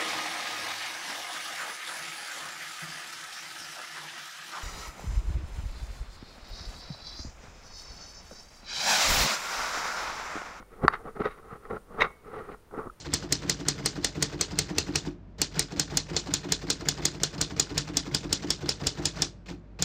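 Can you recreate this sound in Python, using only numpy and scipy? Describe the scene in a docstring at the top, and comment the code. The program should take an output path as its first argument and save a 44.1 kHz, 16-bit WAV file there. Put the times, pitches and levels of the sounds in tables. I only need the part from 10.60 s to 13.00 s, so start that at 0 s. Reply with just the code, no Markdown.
"""Slow steps over plaster and brick debris in a bare room, heard from a hand-held camera.
Soles and gear rub in short gritty swells made of tiny random slips; chips tick, and damped modes
knock dully under the weight. One hard crack of gliding modes overloads the microphone; bright scrapes
use the same slips, and a small piece of metal rings as decaying sines. A short noise tail is the room;
beneath lie still air and a rumble, hiss and pulsing whine that grow with movement."""
import sys
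import numpy as np
from scipy import signal
from scipy.io import wavfile
from scipy.ndimage import uniform_filter1d

SR = 44100
rng = np.random.default_rng(int(sys.argv[2]) if len(sys.argv) > 2 else 0)


def wav_out(sig):
    """Save sig, one row per channel (or a flat mono array), as 16-bit PCM at SR to the path in sys.argv[1]."""
    wavfile.write(sys.argv[1], SR, np.round(np.clip(np.atleast_2d(sig).T, -1, 1) * 32767).astype(np.int16))


N = 105840  # length in samples, 2.4 s
TIME = np.arange(N) / SR  # s

# Tone of debris under soles and gear. Each row: frequency in Hz, gain in dB.
DEBRIS_COLOUR = [(30, -14.5), (100, -9), (145, -5.5), (215, -3.5), (310, -8), (440, 4.5), (590, -11),
                 (800, -5.5), (956, -12.5), (1110, -4.5), (1320, -3), (1650, -17.5), (1950, -15),
                 (2450, -27.5), (3400, -36), (3820, -35.5), (4200, -38), (6000, -49.5), (8000, -60),
                 (15000, -62.5)]


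def amp(db):
    """Turns decibels into gain."""
    return 10 ** (np.asarray(db) / 20)


def unit(x):
    """Scales a sound to rms 1."""
    return x / np.sqrt(np.mean(x ** 2) + 1e-20)


def read(points, hz):
    """Reads a table of values against frequency, on a log-frequency axis."""
    f, value = np.transpose(points)
    return np.interp(np.log(hz + 1), np.log(f + 1), value)


def colour(x, points, low_db=0, grit_db=0, size=4096):
    """Causal minimum-phase filter from a spectrum, with more or less low body and grit."""
    hz = abs(np.fft.fftfreq(size, 1 / SR))

    def below(corner_hz):
        return 1 / (1 + (hz / corner_hz) ** 6)

    body = below(780)
    grit = below(6500) - below(1600)
    log_gain = np.log(amp(read(points, hz) + low_db * body + grit_db * grit))
    # the Hilbert transform of the log gain gives the phase of a filter that never sounds early
    spectrum = np.exp(np.conj(signal.hilbert(log_gain)))
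    taps = np.fft.ifft(spectrum).real[:size // 2]
    return signal.fftconvolve(x, taps)[:len(x)]


def add(mix, s, sound):
    """Mixes a sound in at a time in seconds, trimming what falls outside."""
    at = round(s * SR)
    sound = sound[max(-at, 0):]
    part = mix[max(at, 0):][:len(sound)]
    part += sound[:len(part)]


def ring(hz, swell, glide_hz=0, size=4096):
    """A damped mode that peaks after swell seconds and dies, its pitch settling from above."""
    glide_s = 0.0012  # time constant of the pitch drop
    t = np.arange(size) / SR
    u = t / max(swell, 1e-4)
    envelope = (u * np.exp(1 - u)) ** 3
    turns = np.cumsum(hz + glide_hz * np.exp(-t / glide_s)) / SR
    return envelope * np.sin(2 * np.pi * turns)


def friction(points, peak, rise, fall, level_db, low_db=0, grit_db=0):
    """A swell of tiny uneven slips, coloured by what they shake; returns start time and sound."""
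    slips_per_s, slip_spread_db = 3000, 3
    swell_shape = 1.23  # above 1 rounds the top of a swell
    t = TIME[:SR // 2] - 1 / 4  # zero at the peak
    span = np.maximum(-t / max(rise, 1e-3), t / max(fall, 1e-3))
    force = 10 ** -(span ** swell_shape)  # 20 dB down after one rise or fall time
    chance, size, sign = rng.random((3, len(t)))
    size = np.minimum(-np.log(1 - size), 3)  # many small slips, few large
    slips = (chance < slips_per_s / SR) * amp(slip_spread_db * size) * np.sign(sign - .5)
    sound = colour(slips * force, points, low_db, grit_db)
    force_rms = np.sqrt(np.mean(force ** 2))
    return peak + t[0], amp(level_db) * unit(sound) * force_rms


def background(motion):
    """Steady air noise, with rumble, faint cloth hiss and a pulsing whine following movement."""
    # Spectra of the still air, the rumble of the moving camera and the cloth hiss.
    # Each row: frequency in Hz, relative gain in dB.
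    air_colour = [(20, 5), (45, -6), (100, -6.5), (250, -13), (430, -9), (650, -17), (1300, -18),
                  (1700, -22.5), (2600, -28), (8500, -37), (15500, -36)]
    sway_colour = [(10, -5), (28, 1), (45, -0.5), (80, -14), (160, -29), (600, -78)]
    hiss_colour = [(1500, -31.5), (4000, -4), (8000, 1), (9700, -0.5), (12000, -2.5), (15500, -7)]
    air_db, sway_db, hiss_db, whine_db = -57, -52.5, -73.5, -76.5  # rms over the whole scene
    sway_follow, hiss_follow = .4, 0.27  # powers of the movement level
    hiss_lag_s = .03
    whine_hz, pulse_hz = 9525, 36.5
    pulse_depth, wobble_rad = .55, 1.1

    air, sway, hiss = rng.standard_normal((3, N))
    effort = np.sqrt(abs(uniform_filter1d(motion ** 2, size=4000)) + 1e-7)
    capped_effort = np.minimum(effort, amp(-37))
    late_effort = np.interp(TIME - hiss_lag_s, TIME, capped_effort)
    hiss_swell = late_effort ** hiss_follow

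    pulse = np.sin(2 * np.pi * pulse_hz * TIME)
    whine = np.sin(2 * np.pi * whine_hz * TIME + wobble_rad * pulse) * (1 + pulse_depth * pulse)

    air = amp(air_db) * unit(colour(air, air_colour))
    rumble = amp(sway_db) * unit(colour(sway * effort ** sway_follow, sway_colour))
    hiss = amp(hiss_db) * unit(colour(hiss * hiss_swell, hiss_colour))
    whine = amp(whine_db) * unit(whine * hiss_swell)
    return air + rumble + hiss + whine


def metal():
    """A small piece of metal rings on when jolted: a few sine modes, each dying at its own rate."""
    # Modes of the piece. Each row: frequency in Hz, relative level in dB, time to fall 60 dB in seconds.
    metal_modes = [(1360, -61, 0.28), (1950, -59.5, .28), (2206, -44.5, .47), (3160, -67.5, 0.246)]
    # Jolts. Each row: start in seconds, gain on all modes in dB.
    jolts = [(0.0, -19.5), (1.421, -1.5)]
    out, t = np.zeros(N), TIME[:SR]
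    tone = np.zeros(len(t))
    for hz, db, t60 in metal_modes:
        decay = np.exp(-np.log(1000) * t / t60)
        tone += amp(db) * decay * np.sin(2 * np.pi * hz * t)
    for s, db in jolts:
        add(out, s, amp(db) * tone)
    return out


def rubs():
    """Debris crunches and gear rubs as swells of friction slips."""
    # Each row: peak in seconds, rise and fall over 20 dB in seconds, level in dB,
    # low body in dB, grit in dB.
    swells = [(0.004, 0.031, 0.034, -45.5, 9.5, 11.5), (0.140, 0.057, 0.053, -49, 5.5, 8.5),
              (0.191, 0.052, 0.037, -47, 2, -6), (0.241, .03, 0.035, -28, 0, -8),
              (0.300, 0.037, 0.039, -41.5, -7.5, -2.5), (0.336, 0.018, 0.033, -29, -15.5, 4),
              (0.406, 0.041, 0.052, -47.5, 4, -1), (0.458, 0.018, 0.022, -37.5, 7.5, -7),
              (0.480, 0.053, 0.044, -38.5, -1.5, -2.5), (0.57, 0.026, 0.02, -36.5, 0, -4),
              (0.606, 0.018, 0.017, -25, 9.5, 4.5), (0.618, 0.011, 0.012, -29, -4.5, 3),
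              (0.657, 0.028, 0.038, -26.5, -5, 1), (0.712, 0.025, 0.073, -47.5, -10, 8),
              (0.785, 0.045, 0.041, -48.5, -2, 2.5), (0.849, 0.062, 0.057, -50, 2.5, -2),
              (0.927, 0.093, 0.064, -42.5, -5.5, -2), (0.961, 0.02, 0.022, -45, 6, 5.5),
              (1.062, 0.081, 0.039, -48, 0, 3), (1.109, 0.018, 0.034, -30.5, 3, -0.5),
              (1.136, 0.05, 0.03, -32.5, 4.5, -5.5), (1.167, 0.034, 0.017, -35.5, -2.5, -2),
              (1.314, 0.05, 0.064, -46, 1.5, -8.5), (1.349, 0.058, 0.04, -41.5, 8, 4),
              (1.394, 0.033, 0.066, -30, -5, -5), (1.447, 0.037, 0.026, -26.5, -8.5, 2.5),
              (1.469, 0.0083, 0.0058, -37, -1, 2.5), (1.505, .012, 0.048, -52.5, -10, -5.5),
              (1.681, 0.05, 0.02, -43.5, 5, 5), (1.740, 0.027, 0.068, -41, 1.5, -1.5),
              (1.786, 0.12, 0.062, -37, 1.5, 3), (1.845, 0.074, 0.1, -49, 0, 6),
              (1.892, 0.025, 0.063, -40, 5, 2.5), (1.920, 0.026, 0.033, -43, 11.5, 16),
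              (1.945, 0.03, 0.012, -45, -2.5, 4), (2.147, 0.041, 0.053, -38.5, 3, -13),
              (2.192, 0.056, 0.075, -34, -3.5, -7.5), (2.269, 0.023, 0.02, -37, 1, -15.5)]
    out = np.zeros(N)
    for row in swells:
        add(out, *friction(DEBRIS_COLOUR, *row))
    return out


def ticks():
    """Small chips shift in very short bursts of slips, thin in body and grit."""
    # Each row: peak in seconds, level in dB.
    chips = [(0.025, -42), (0.2393, -26), (0.2502, -25.5), (1.0531, -39), (1.5056, -42), (1.8900, -38.5),
             (1.946, -42.5), (2.1110, -46), (2.1452, -39.5), (2.1790, -34.5)]
    rise_s, fall_s, low_db, grit_db = 0.0017, 0.0074, -10.5, -8.5
    out = np.zeros(N)
    for s, db in chips:
        add(out, *friction(DEBRIS_COLOUR, s, rise_s, fall_s, db, low_db, grit_db))
    return out


def knocks():
    """The weight comes down in dull knocks, each one heavily damped mode."""
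    # Each row: start in seconds, peak level in dB, pitch in Hz, swell to the peak in seconds.
    thuds = [(0.237, -17.5, 136, 0.0026), (0.2470, -12.5, 315, 0.0022), (0.242, -30.5, 63, 0.018),
             (0.6065, -24.5, 249, 0.0035), (0.6580, -22.5, 492, 0.0038), (0.926, -36, 146.5, 0.0041),
             (1.1150, -33.5, 80, 0.0058), (2.1768, -24.5, 327, 0.002), (2.2700, -35, 157, 0.0031),
             (2.2973, -33.5, 1297, 0.0027)]
    out = np.zeros(N)
    for s, db, hz, swell in thuds:
        add(out, s, amp(db) * ring(hz, swell))
    return out


def snap():
    """A short hard crack of damped modes that start high and drop, with two close reflections."""
    # Modes of the crack. Each row: settled pitch in Hz, relative level in dB, swell in seconds.
    snap_modes = [(694, -12, 0.0016), (1095.5, -1, 0.0016), (1742, -11.5, 0.0015), (3722, -33.5, 0.0024),
                  (4324, -27, 0.0014)]
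    # The moment of the snap. Each row: time in seconds, gain in dB.
    hits = [(0.2798, -1)]
    # Close reflections. Each row: delay in seconds, gain in dB.
    echoes = [(.0047, -15.5), (0.0108, -29.5)]
    glide_hz = 859  # how far above its settled pitch each mode starts
    out = np.zeros(N)
    crack = sum(amp(db) * ring(hz, swell, glide_hz) for hz, db, swell in snap_modes)
    for s, db in hits:
        for delay, echo_db in [(0.00023, 0), *echoes]:  # direct sound first
            add(out, s + delay, amp(db + echo_db) * crack)
    return out


def scrapes():
    """Bright gravelly scrapes: friction slips through a harder, brighter colour."""
    # Tone of the scraped surface. Each row: frequency in Hz, gain in dB.
    scrape_colour = [(60, -33), (200, -15.5), (500, -3), (830, -7.5), (1200, -1), (1550, -12), (1900, 4.5),
                     (2150, 3), (2450, -10), (2650, -7), (3000, -17.5), (3400, -18.5), (3800, -3.5),
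                     (4200, -25.5), (4800, -27.5), (6200, -29), (7500, -44.5), (11500, -44.5),
                     (15000, -58.5)]
    # Each row: peak in seconds, rise and fall over 20 dB in seconds, level in dB.
    strokes = [(0.657, .02, 0.037, -43.5), (0.712, 0.025, 0.043, -51), (1.408, 0.0065, 0.026, -21.5),
               (1.421, 0.016, 0.014, -16), (1.446, 0.0071, 0.023, -43)]
    out = np.zeros(N)
    for row in strokes:
        add(out, *friction(scrape_colour, *row))
    return out


def room(x):
    """A short diffuse tail from the bare walls: noise that decays at its own rate in each band."""
    # Reverberation. Each row: frequency in Hz, time to fall 60 dB in seconds.
    room_t60 = [(100, 0.55), (1300, 0.35), (4000, .23), (12000, 0.54)]
    noise = rng.standard_normal(SR // 2)
    hz, t, bands = signal.stft(noise, SR, nperseg=256)
    decay = np.exp(-np.log(1000) * t / read(room_t60, hz)[:, None])
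    tail = signal.istft(bands * decay, SR, nperseg=256)[1]
    return signal.fftconvolve(x, tail / np.linalg.norm(tail))[:N]


def scene():
    """Steps, scrapes, snap and ringing metal in the room, over the background."""
    room_db, snap_send_db = -19, -3.5
    walk = rubs() + ticks() + knocks() + scrapes()
    crack = snap()
    reverb = amp(room_db) * room(walk + amp(snap_send_db) * crack)
    mix = walk + crack + metal() + reverb + background(walk)
    return mix[None]


def record(dry):
    """The microphone input flattens peaks above its limit; then a steep low-pass limits the band."""
    clip_level, edge_hz = .69, 15800
    clipped = np.clip(dry, -clip_level, clip_level)
    low_pass = signal.firwin(511, edge_hz, window=("kaiser", 9), fs=SR)
    return signal.oaconvolve(clipped, low_pass[None], "same")


dry = scene()
out = record(dry)
wav_out(out)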